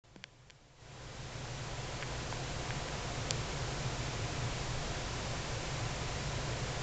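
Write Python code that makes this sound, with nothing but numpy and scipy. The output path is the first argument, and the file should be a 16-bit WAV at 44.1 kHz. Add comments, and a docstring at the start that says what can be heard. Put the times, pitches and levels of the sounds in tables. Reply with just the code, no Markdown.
"""A bumblebee colony crawls over its wax comb in a nest box, heard through a small, hissy microphone.
Muffled wingbeats drone over the hum of room machinery; now and then something ticks against the box.
The whole background starts faint and swells to a steady level within about two seconds."""
import sys
import numpy as np
from scipy import signal
from scipy.fft import rfft, irfft, next_fast_len
from scipy.io import wavfile
from scipy.ndimage import uniform_filter1d

SR = 44100
rng = np.random.default_rng(int(sys.argv[2]) if len(sys.argv) > 2 else 0)


def bounce(signal):
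    """Save signal as a 16-bit WAV file at the path given by the first command-line argument."""
    frames = np.transpose(np.atleast_2d(signal))
    limited = np.clip(frames, -1, 1)
    pcm = np.round(limited * 32767).astype(np.int16)
    wavfile.write(sys.argv[1], SR, pcm)


N = 300762

# colour of the rumble: (Hz, dB per Hz)
RUMBLE_COLOUR = [(8, -13.5), (16, -4), (30, -9), (45, -5.5), (60, -14.5), (90, -21.5), (200, -59)]
# room air and microphone hiss: (Hz, dB per Hz)
HISS = [(30, -5.5), (60, 1), (100, 6.5), (170, 2), (230, -1.5), (320, -0.44), (540, -0.5), (820, -3.5), (1100, -5.5), (1700, -7), (2700, -9), (4300, -11), (7400, -13)]
# steady hum and whine of machinery: (Hz, rms dB)
HUM = [(58.7, -51), (78.8, -60.5), (88.7, -59.5), (119, -51.5), (151.5, -54.5), (997.6, -59.3), (1020.5, -69), (728, -64.5)]   # fixed
# narrow resonances in the air noise: (Hz, width Hz, rms dB)
AIR_MODES = [(509, 22, -59), (710, 16, -58.5), (2330, 130, -64)]
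# ticks against the box; the harder the contact, the higher the band it wakes: (s, peak dB, lower edge Hz, upper edge Hz)
TICKS = [(0.1611, -43, 500, 7000), (0.2399, -27, 1730, 5100), (0.4993, -40, 1500, 4800), (0.5052, -39, 2400, 8200),
         (2.025, -26.5, 1300, 2900), (2.031, -28, 1290, 2600), (2.325, -29, 735, 1250), (2.7057, -25, 1200, 2700),
         (2.886, -32, 895, 2800), (3.3081, -12.5, 4030, 8600)]
# what the box rings with: (Hz, dB, t60 s)
BOX_MODES = [(520, -11.5, 0.03), (950, -4, 0.0068), (1560, -5.5, 0.011), (2440, -2, 0.0068), (3300, -1.5, 0.0036), (4400, 2.5, 0.0014), (5860, 1, 0.0017), (7550, 0.5, 0.0014)]
# a soft bump of the box: (s, peak dB), and its low modes: (Hz, dB, t60 s)
BUMP = (.1598, -40.5)
BUMP_MODES = [(186, -9.5, 0.32), (304, 0.5, 0.024), (534, 0, .022), (770, -3, 0.013)]
HISS_DB = -39
# treble roll-off of the microphone: (Hz, dB)
MIC = [(20, 0), (7300, 0), (7650, -3.5), (8000, -19), (8330, -16.5), (8600, -20), (8900, -30)]   # fixed
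CUTOFF_HZ = 9039   # fixed
TIME = np.arange(N) / SR
START_S = .038   # fixed
# the swell: its start, its time constant, and the level before it
SWELL_S, SWELL_TIME_S, FAINT_DB = .76, 0.93, -23
BASS_SWELL_TIME_S, BASS_FAINT_DB = 1.0, -21
# the lid of the box throws every tick back, upside down
LID_ECHO_S, LID_ECHO_DB = .00078, -7   # fixed
# the colony's drone gathers and eases off: (s, dB about its usual level)
ACTIVITY = [(0.3, 1.5), (0.65, -3.5), (1.5, 2), (2.05, -1.0), (2.7, 1), (3.0, -4.4), (3.2, 1.5), (3.8, 2),
            (4.5, 3), (5.15, -6), (5.75, 2.5), (6.0, -3), (6.3, 2), (6.8, -0.9)]
# levels once the background has swelled (rms dB)
DRONE_DB, RUMBLE_DB = -44.5, -48
# the rumble heaves once: (s at its top, width s, dB over its usual level)
HEAVE = (4.78, .2, 5)


def from_db(db):
    """Decibels to gain."""
    return 10 ** (np.asarray(db) / 20)


def rms_one(x):
    """Scale to unit power."""
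    return x / np.sqrt(np.mean(x ** 2) + 1e-20)


def level(rows):
    """Gain at every sample from rows of (s, dB)."""
    return from_db(np.interp(TIME, *np.transpose(rows)))


def coloured(x, spectrum):
    """Filter by a table of (Hz, dB) on a log-frequency axis."""
    hz, db = np.transpose(spectrum)
    size = next_fast_len(N)
    bins = np.maximum(np.fft.rfftfreq(size, 1 / SR), 1)
    return irfft(rfft(x, size) * from_db(np.interp(np.log(bins), np.log(hz), db)), size)[:N]


def drift(rate):
    """Smooth chance of spread 1 that changes about `rate` times a second."""
    knots = rng.standard_normal(2048)   # fixed
    return np.interp(TIME * rate, np.arange(len(knots)), knots)


def evened(x, span_s):
    """Hold the power at 1 over stretches of span_s, keeping the faster beating."""
    return x / np.sqrt(uniform_filter1d(x ** 2, max(int(span_s * SR), 1)) + 1e-12)


def ring(force, hz, t60):
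    """One mode: a unit click leaves a decaying cosine of height 1."""
    r, w = from_db(-60 / (t60 * SR)), 2 * np.pi * hz / SR   # fixed
    return signal.lfilter([1, 0, -1], [2, -4 * r * np.cos(w), 2 * r * r], force + 1e-18)


def struck(modes):
    """A quarter second of a body's answer to one click; neighbouring modes swing in opposite directions."""
    click = signal.unit_impulse(SR // 4)   # fixed
    return sum((-1) ** k * from_db(db) * ring(click, hz, t60) for k, (hz, db, t60) in enumerate(modes))


def add(out, s, peak_db, sound):
    """Mix a short sound in at time s with the given peak."""
    at = int(s * SR)
    out[at:at + len(sound)] += from_db(peak_db) * sound[:N - at] / np.abs(sound).max()


def wings(low_hz=111, high_hz=145, wander=0.03037, small_db=-2, octave_db=-24, effort_db=2, count=9):
    """Large bees beat slowly and loudly, small ones faster; the comb muffles all but the fundamental."""
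    out = np.zeros(N)
    for hz, db in zip(np.linspace(low_hz, high_hz, count), np.linspace(0, small_db, count)):
        phase = 2 * np.pi * (np.cumsum(hz * (1 + wander * drift(14))) / SR + rng.random())
        effort = from_db(db + effort_db * drift(7))
        out += effort * (np.sin(phase) + from_db(octave_db) * np.sin(2 * phase))
    return from_db(DRONE_DB) * level(ACTIVITY) * evened(out, span_s=.25)


def machinery(waver_hz=0.15):
    """Motors and mains give thin, nearly steady lines."""
    out = np.zeros(N)
    for hz, db in HUM:
        phase = 2 * np.pi * (np.cumsum(hz + waver_hz * drift(3.005)) / SR + rng.random())
        out += from_db(db + 0.57 * drift(2.3)) * np.sqrt(2) * np.sin(phase)
    return out


def air():
    """Smooth hiss with a few narrow resonances standing out of it."""
    out = from_db(HISS_DB) * rms_one(coloured(rng.standard_normal(N), HISS))
    for hz, width_hz, db in AIR_MODES:
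        out += from_db(db) * rms_one(ring(rng.standard_normal(N), hz, np.log(1000) / (np.pi * width_hz)))
    return out


def rumble():
    """Lumpy low noise of the room, with one broad heave."""
    s, width_s, db = HEAVE
    heave = from_db(db * np.exp(-((TIME - s) / width_s) ** 2))
    return from_db(RUMBLE_DB) * heave * evened(coloured(rng.standard_normal(N), RUMBLE_COLOUR), span_s=0.25)


def ticks(crack_db=-20):
    """Hard, tiny contacts wake the high modes of the box, softer ones the low modes; a little reaches them all."""
    out, box = np.zeros(N), struck(BOX_MODES)
    box = box - from_db(LID_ECHO_DB) * np.roll(box, round(LID_ECHO_S * SR))
    for s, peak_db, low_hz, high_hz in TICKS:
        contact = signal.butter(2, [low_hz, max(high_hz, low_hz + 100)], "band", fs=SR, output="sos")
        add(out, s, peak_db, signal.sosfilt(contact, box) - from_db(crack_db) * box)
    add(out, *BUMP, struck(BUMP_MODES))
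    return out


def swell(faint_db, time_s):
    """Gain that stays faint at first, then closes in on 1 exponentially."""
    return 1 - (1 - from_db(faint_db)) * np.exp(-np.maximum(TIME - SWELL_S, 0) / time_s)


def scene():
    """The whole background swells together, the bass at a pace of its own; the ticks stand apart from it."""
    bass = swell(BASS_FAINT_DB, BASS_SWELL_TIME_S) * (wings() + rumble())
    nest = swell(FAINT_DB, SWELL_TIME_S) * (air() + machinery()) + bass + ticks()
    return nest[None]


def record(dry):
    """The microphone opens after a moment of silence and passes little above 8 kHz."""
    heard = coloured(dry[0] * (TIME >= START_S), MIC)
    return signal.sosfilt(signal.ellip(12, .1, 90, CUTOFF_HZ, fs=SR, output="sos"), heard)[None]


dry = scene()
out = record(dry)
bounce(out)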